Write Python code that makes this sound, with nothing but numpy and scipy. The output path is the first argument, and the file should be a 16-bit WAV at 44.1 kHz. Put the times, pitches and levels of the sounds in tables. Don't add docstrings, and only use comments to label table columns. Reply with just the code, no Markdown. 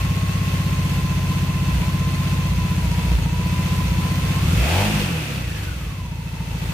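import sys
import numpy as np
from scipy import signal
from scipy.io import wavfile
from scipy.ndimage import uniform_filter1d

SR = 44100
rng = np.random.default_rng(int(sys.argv[2]) if len(sys.argv) > 2 else 0)


def inscribe(sig):
    pcm = np.round(np.clip(np.atleast_2d(sig).T, -1, 1) * 32767)
    wavfile.write(sys.argv[1], SR, pcm.astype(np.int16))


N = 296793

# (strength at idle, strength in a stumble, ring of its thump [Hz])
CYLINDERS = [(1, .9, 172), (.13, .18, 81), (.5, .74, 117), (.26, .06, 175)]
THROTTLE_AT_S, OPEN_S, HOLD_S, CLOSE_S = 4.42, .16, .24, .12


def from_db(db):
    return 10 ** (np.asarray(db) / 20)


def rms_one(x):
    return x / np.sqrt(np.mean(x ** 2) + 1e-20)


def in_time(rows):
    seconds, values = np.transpose(rows)
    return np.interp(np.arange(N) / SR, seconds, values)


def at_hz(points, hz):
    frequencies, values = np.transpose(points)
    return np.interp(np.log(hz), np.log(frequencies), values)


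def gate(start, attack, hold, release):
    return np.interp(np.arange(N) / SR, start + np.cumsum([0, attack, hold, release]), [0, 1, 1, 0])


def cut(x, hz, kind, order=2):
    return signal.sosfilt(signal.butter(order, hz, kind, fs=SR, output="sos"), x)


def drift(rate):
    step = 40
    r = np.exp(-2 * np.pi * rate * step / SR)
    noise = rng.standard_normal(N // step + 2002)
    slow = signal.lfilter([1], [1, -2 * r, r * r], noise)[2000:]
    return np.interp(np.arange(N) / step, np.arange(len(slow)), rms_one(slow))


def resonate(x, modes):
    out = 0
    for hz, width, gain in modes:
        r = np.exp(-np.pi * width / SR)
        feedback = [1, -2 * r * np.cos(2 * np.pi * hz / SR), r * r]
        out = out + gain * (1 - r * r) / 2 * signal.lfilter([1, 0, -1], feedback, x + 1e-18)
    return out


def evened(x, size=9000):
    power = uniform_filter1d(uniform_filter1d(x ** 2, size), size)
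    return x / np.sqrt(np.abs(power) + 1e-16)


def fading(clicks, seconds):
    return signal.lfilter([1], [1, -np.exp(-1 / (seconds * SR))], clicks + 1e-18)


def garage(x, t60, wet_db):
    t = np.arange(SR // 2) / SR
    tail = rng.standard_normal((2, len(t))) * from_db(-60 * t / t60)
    tail /= np.sqrt(np.sum(tail ** 2, axis=1, keepdims=True))
    wet = from_db(wet_db)
    echo = signal.fftconvolve(x[None], tail, axes=1)[:, :N]
    return (x + wet * echo) / np.hypot(1, wet)


def stumbles(lag_s):
    # (time of the deepest point [s], spread of the bell [s], depth [0-1])
    bells = [(1.76, .04, .8), (2.52, .05, .4), (2.86, .04, .8), (3.17, .075, 1), (3.88, .04, .4)]
    t = np.arange(N) / SR - lag_s
    return sum(depth * np.exp(-.5 * ((t - middle) / spread) ** 2) for middle, spread, depth in bells)


def misfiring():
    rough_from_blip = .85
    blip_begun = np.clip((np.arange(N) / SR - THROTTLE_AT_S) / OPEN_S, 0, 1)
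    return np.clip(stumbles(0) + rough_from_blip * blip_begun, 0, 1)


def cylinder(turn):
    return (turn * len(CYLINDERS)).astype(int) % len(CYLINDERS)


def strokes(turn, spread_db, count):
    at = np.flatnonzero(np.diff(np.floor(turn * count)) > 0) + 1
    clicks = np.zeros(N)
    clicks[at] = from_db(spread_db * rng.standard_normal(len(at)))
    return clicks


def firings(turn, spread_db):
    idle, stumbling, _ = np.array(CYLINDERS)[cylinder(turn)].T
    strength = idle + misfiring() * (stumbling - idle)
    return strokes(turn, spread_db, count=4) * strength


def cover(rush_db):
    # (frequency [Hz], width [Hz], signed gain)
    cover_modes = [(2503, 18, .4), (2603, 20, -1), (2652, 20, .7)]
    usual_db, follows = -48.5, .5
    level_db = usual_db + follows * (rush_db - np.median(rush_db))
    return evened(resonate(rng.standard_normal((2, N)), cover_modes)) * from_db(level_db)


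def rush(turn, revs):
    # (frequency [Hz], level [dB])
    idle_colour = [(250, 3), (330, -2), (420, -4.5), (475, -1), (560, -7.5), (850, -4.5), (1200, -6),
                   (1800, -5.5), (2650, -5), (3800, -7.5), (5200, -9), (6300, -10.5), (8200, -11),
                   (14500, -12.5)]
    # (frequency [Hz], level [dB])
    rev_colour = [(270, 2.5), (400, -12.5), (500, -6.5), (650, -16.5), (950, -7.5), (1300, -7.5),
                  (2000, -8), (2650, -4.5), (3900, -10.5), (8000, -13), (14500, -16)]
    # (frequency [Hz], likeness [0-1])
    likeness = [(100, .97), (250, 0.51), (500, 0.7), (1000, 0.01), (15000, 0.015)]
    out = 0
    edges = 230 * 2 ** (np.arange(20) / 3)
    white = rng.standard_normal((2, 2, N))
    for k, (low, high) in enumerate(zip(edges, edges[1:])):
        mid, side = cut(white[k % 2], [low, high], "band")
        hz = np.sqrt(low * high)
        alike = np.clip(at_hz(likeness, hz), -1, 1)
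        hz = np.clip(hz, 330, 14000)
        colour_db = (2 - revs) * at_hz(idle_colour, hz) + revs * at_hz(rev_colour, hz)
        gain = from_db(colour_db + .62 * drift(30))
        stereo = np.sqrt(1 + alike) * mid + np.sqrt(1 - alike) * side * [[1], [-1]]
        out = out + gain * stereo
    treble_power = uniform_filter1d(cut(out.mean(axis=0), [1500, 12000], "band") ** 2, size=8000)
    pulsing = evened(1 + .5 * fading(strokes(turn, spread_db=5.5, count=8), seconds=.00037))
    return out / np.sqrt(treble_power) * pulsing * from_db(drift(2.35))


def valves(turn):
    # (frequency [Hz], width [Hz], signed gain)
    cases = [(635, 28, 0.66), (850, 47, 0.32), (1325, 22, 0.64), (2013, 93, -0.44), (2627, 71, 0.69),
             (3050, 220, 0.2), (3350, 170, 0.079), (4330, 140, -0.24), (6340, 280, 0.2)]
    envelope = fading(strokes(turn, spread_db=3, count=8), seconds=.007)
    taps = envelope * rng.standard_normal((2, N))
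    return evened(resonate(taps, cases))


def whine(turn, speed, throttle, revs):
    # (time [s], level [dB])
    whine_curve = [(0, -38), (.4, -38), (.8, -39.3), (3.4, -39.3), (3.7, -37.5), (4.07, -37.5), (4.14, -41),
                   (4.4, -37), (5.3, -43), (5.6, -40.5), (5.85, -45), (6, -43.5), (6.15, -48.5),
                   (6.4, -44.5), (6.73, -43.5)]
    # (frequency [Hz], level [dB])
    whine_colour = [(880, -1), (1020, 1.5), (1110, -2), (1230, -9), (1430, 1), (1560, -4), (1680, -1),
                    (2000, -6), (3500, -11)]
    teeth = 65.7
    stumble_db, throttle_db = -2, -3
    level_db = in_time(whine_curve) + at_hz(whine_colour, teeth * speed)
    level_db = level_db + stumble_db * stumbles(0) + throttle_db * throttle
    surge = 2 * np.pi * turn
    wobble = (.55 + .3 * misfiring() + .5 * revs) * drift(45)
    mesh = np.sin(teeth * surge - .7 * np.cos(surge) + wobble)
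    uneven_db = (2.2 + .8 * misfiring()) * drift(25)
    beads = evened(from_db(2.2 * np.cos(4 * surge) + 1.5 * np.sin(surge) + uneven_db))
    return evened(garage(mesh, t60=.06, wet_db=0), size=1800) * beads * from_db(level_db)


def bark(turn, speed, throttle):
    # (frequency [Hz], throttle open [dB], throttle shut [dB])
    airbox = np.array([(250, -38, -35), (300, -34, -34), (335, -38, -46), (380, -33, -46), (430, -41, -46),
                       (490, -28.5, -33), (540, -34, -46), (600, -29.5, -45), (690, -29.5, -44),
                       (760, -33, -46), (840, -29, -38), (920, -32, -48), (1010, -37, -41),
                       (1150, -50, -56)])
    # (frequency [Hz], width [Hz], signed gain)
    intake = [(350, 58, 0.67), (500, 73, -0.75), (695, 85, 1.0), (970, 66, -0.081)]
    air_open_db, air_shut_db = -37, -55
    db_per_octave = 15
    odd_order_db = -4
    fan = 0
    for order in range(5, 23):
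        hz = order * speed
        open_db, shut_db = at_hz(airbox[:, [0, 1]], hz), at_hz(airbox[:, [0, 2]], hz)
        db = throttle * open_db + (1 - throttle) * shut_db
        gain = from_db(db + odd_order_db * (order % 2) + 1.5 * drift(12))
        fan = fan + gain * np.sin(2 * np.pi * (order * turn + rng.random()) + .2 * drift(20))
    air = fading(firings(turn, spread_db=1.5), seconds=.0072) * rng.standard_normal(N)
    air = evened(cut(resonate(air, intake), 570, "high"), size=3000)
    air = air * from_db(air_shut_db + throttle * (air_open_db - air_shut_db))
    speed_db = db_per_octave * np.log2(speed / speed.max())
    return garage((fan + air) * from_db(speed_db), t60=.12, wet_db=-7)


def rasp(turn, revs, throttle):
    # (frequency [Hz], width [Hz], signed gain)
    block = [(850, 290, 0.38), (1430, 240, -0.66), (2070, 610, 0.63), (2620, 320, -1.17)]
    level_db, shut_db = -34.5, -5
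    knocks = firings(turn, spread_db=3) + .3 * strokes(turn, spread_db=3, count=4)
    cracks = resonate(fading(knocks, seconds=.002) * rng.standard_normal(N), block)
    loudness = revs * from_db(level_db + shut_db * (1 - throttle))
    return garage(evened(cracks, size=3000) * loudness, t60=.25, wet_db=-3)


def boom(turn, speed, throttle):
    # (engine order, throttle open [dB], throttle shut [dB], slope [dB per octave of engine speed])
    boom_orders = [(1, -29, -29, 0), (2, -17.5, -30, 0), (3, -33, -27, 2.5), (4, -27.5, -27, 6),
                   (6, -31, -33, 4)]
    # (frequency [Hz], level [dB])
    boom_colour = [(38, -32), (45, -0.5), (55, 5), (66, 5), (73, -1.5), (92, 1), (108, -4), (140, 1),
                   (170, 4), (195, 1.5), (210, 4.5), (260, -11.5), (320, -11)]
    lasts_s, fade_s = 1.53, .089
    tones = 0
    rough = 1 - .7 * throttle
    for order, open_db, shut_db, slope_db in boom_orders:
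        db = shut_db + throttle * (open_db - shut_db) + slope_db * np.log2(speed / speed.max())
        gain = from_db(db + at_hz(boom_colour, order * speed) + 3 * rough * drift(25))
        tones = tones + gain * np.sin(2 * np.pi * order * turn + .4 * rough * drift(20))
    swell = gate(THROTTLE_AT_S, fade_s, lasts_s - 2 * fade_s, fade_s)
    return garage(swell * tones, t60=.4, wet_db=-15)


def thump(ring_hz):
    swell_hz, swell_s, shut_s, ring_s = 76, .0075, .004, .0086
    t = np.arange(-SR // 20, SR // 20 + 1) / SR
    hz = swell_hz + (ring_hz - swell_hz) * (1 + np.tanh(t / shut_s)) / 2
    angle = 2 * np.pi * np.cumsum(hz) / SR
    envelope = np.exp(np.minimum(t / swell_s, -t / ring_s))
    return -np.cos(angle - angle[len(t) // 2]) * envelope


def exhaust(turn, revs):
    # (time [s], level [dB])
    throb = [(0, -19.5), (4.35, -19.5), (4.55, -13.5), (4.85, -25), (5.4, -24.5), (5.75, -27.5),
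             (6.35, -26.5), (6.73, -22)]
    # (frequency [Hz], width [Hz], signed gain)
    pipe_modes = [(212.7, 9.4, -0.71), (248.5, 8.9, 0.56), (314, 19, -0.23), (474.5, 14, 0.23)]
    # (frequency [Hz], width [Hz], signed gain)
    standing_waves = [(46, 12.7, 1), (59.7, 8.7, -1.34), (97, 6.6, 0.34), (116.4, 67, -0.58),
                      (142.4, 4.6, 0.62), (203, 26, -0.28)]
    pipe_db, silencer_db = -19.5, -11
    silencer_stumble_db, silencer_rev_db = 14, -10
    gas_rev_db = -7
    uneven_db = (1.5 * (cylinder(turn) > 0) + 1.2 * misfiring()) * drift(40)
    pulses = firings(turn, spread_db=.7) * from_db(uneven_db)
    thumps = 0
    for k, (_, _, ring_hz) in enumerate(CYLINDERS):
        own_pulses = pulses * (cylinder(turn) == k)
        thumps = thumps + signal.fftconvolve(own_pulses, thump(ring_hz), "same")
    thumps = evened(thumps + resonate(thumps, standing_waves))
    pipe = from_db(pipe_db) * evened(cut(resonate(pulses, pipe_modes), 560, "low"))
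    silencer = evened(cut(resonate(pulses, [(61.1, 4.7, 1)]), 43.2, "high", order=4))
    thud_db = silencer_db + silencer_stumble_db * stumbles(0) + silencer_rev_db * revs + 2.5 * drift(9)
    gas = thumps + pipe + silencer * from_db(thud_db)
    return garage(gas * from_db(in_time(throb) + gas_rev_db * revs), t60=.4, wet_db=-17)


def scene():
    # (time [s], speed [four-stroke cycles per s])
    speed_curve = [(0, 16.204), (.3, 16.401), (.9, 15.652), (1.3, 15.609), (2.35, 15.807), (2.8, 15.264),
                   (3.3, 15.014), (3.7, 15.414), (4, 15.326), (4.42, 16.218), (4.53, 22), (4.7, 40),
                   (4.8, 49.5), (4.88, 53), (4.99, 50), (5.18, 39), (5.35, 33.5), (5.5, 27.8), (5.7, 22.2),
                   (5.93, 16.5), (6.12, 14), (6.73, 13.8)]
    # (time [s], level [dB])
    rush_curve = [(0.03, -35.5), (2.27, -36), (3.12, -36.5), (4.38, -35.5), (4.71, -26), (4.92, -26.5),
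                  (5.16, -32.5), (6.07, -45.5), (6.68, -39)]
    sag, sag_lag_s = .077, .04
    hiss_db, valves_db, valves_rev_db = -2.5, -3.5, -8
    speed = in_time(speed_curve) * (1 - sag * stumbles(sag_lag_s))
    turn = .2 + np.cumsum(speed) / SR
    revs = np.clip((speed - 16) / 22, 0, 1)
    throttle = gate(THROTTLE_AT_S, OPEN_S, HOLD_S, CLOSE_S)
    rush_db = in_time(rush_curve)
    hiss = from_db(hiss_db) * rush(turn, revs)
    taps = from_db(valves_db + valves_rev_db * revs) * valves(turn)
    machinery = from_db(rush_db) * (hiss + taps) + cover(rush_db) + whine(turn, speed, throttle, revs)
    at_speed = bark(turn, speed, throttle) + rasp(turn, revs, throttle) + boom(turn, speed, throttle)
    return machinery + at_speed + exhaust(turn, revs)


def record(dry):
    without_bass = signal.sosfiltfilt(signal.butter(4, 34, "high", fs=SR, output="sos"), dry)
    return signal.sosfilt(signal.ellip(12, .1, 90, 15450, fs=SR, output="sos"), without_bass)


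dry = scene()
out = record(dry)
inscribe(out)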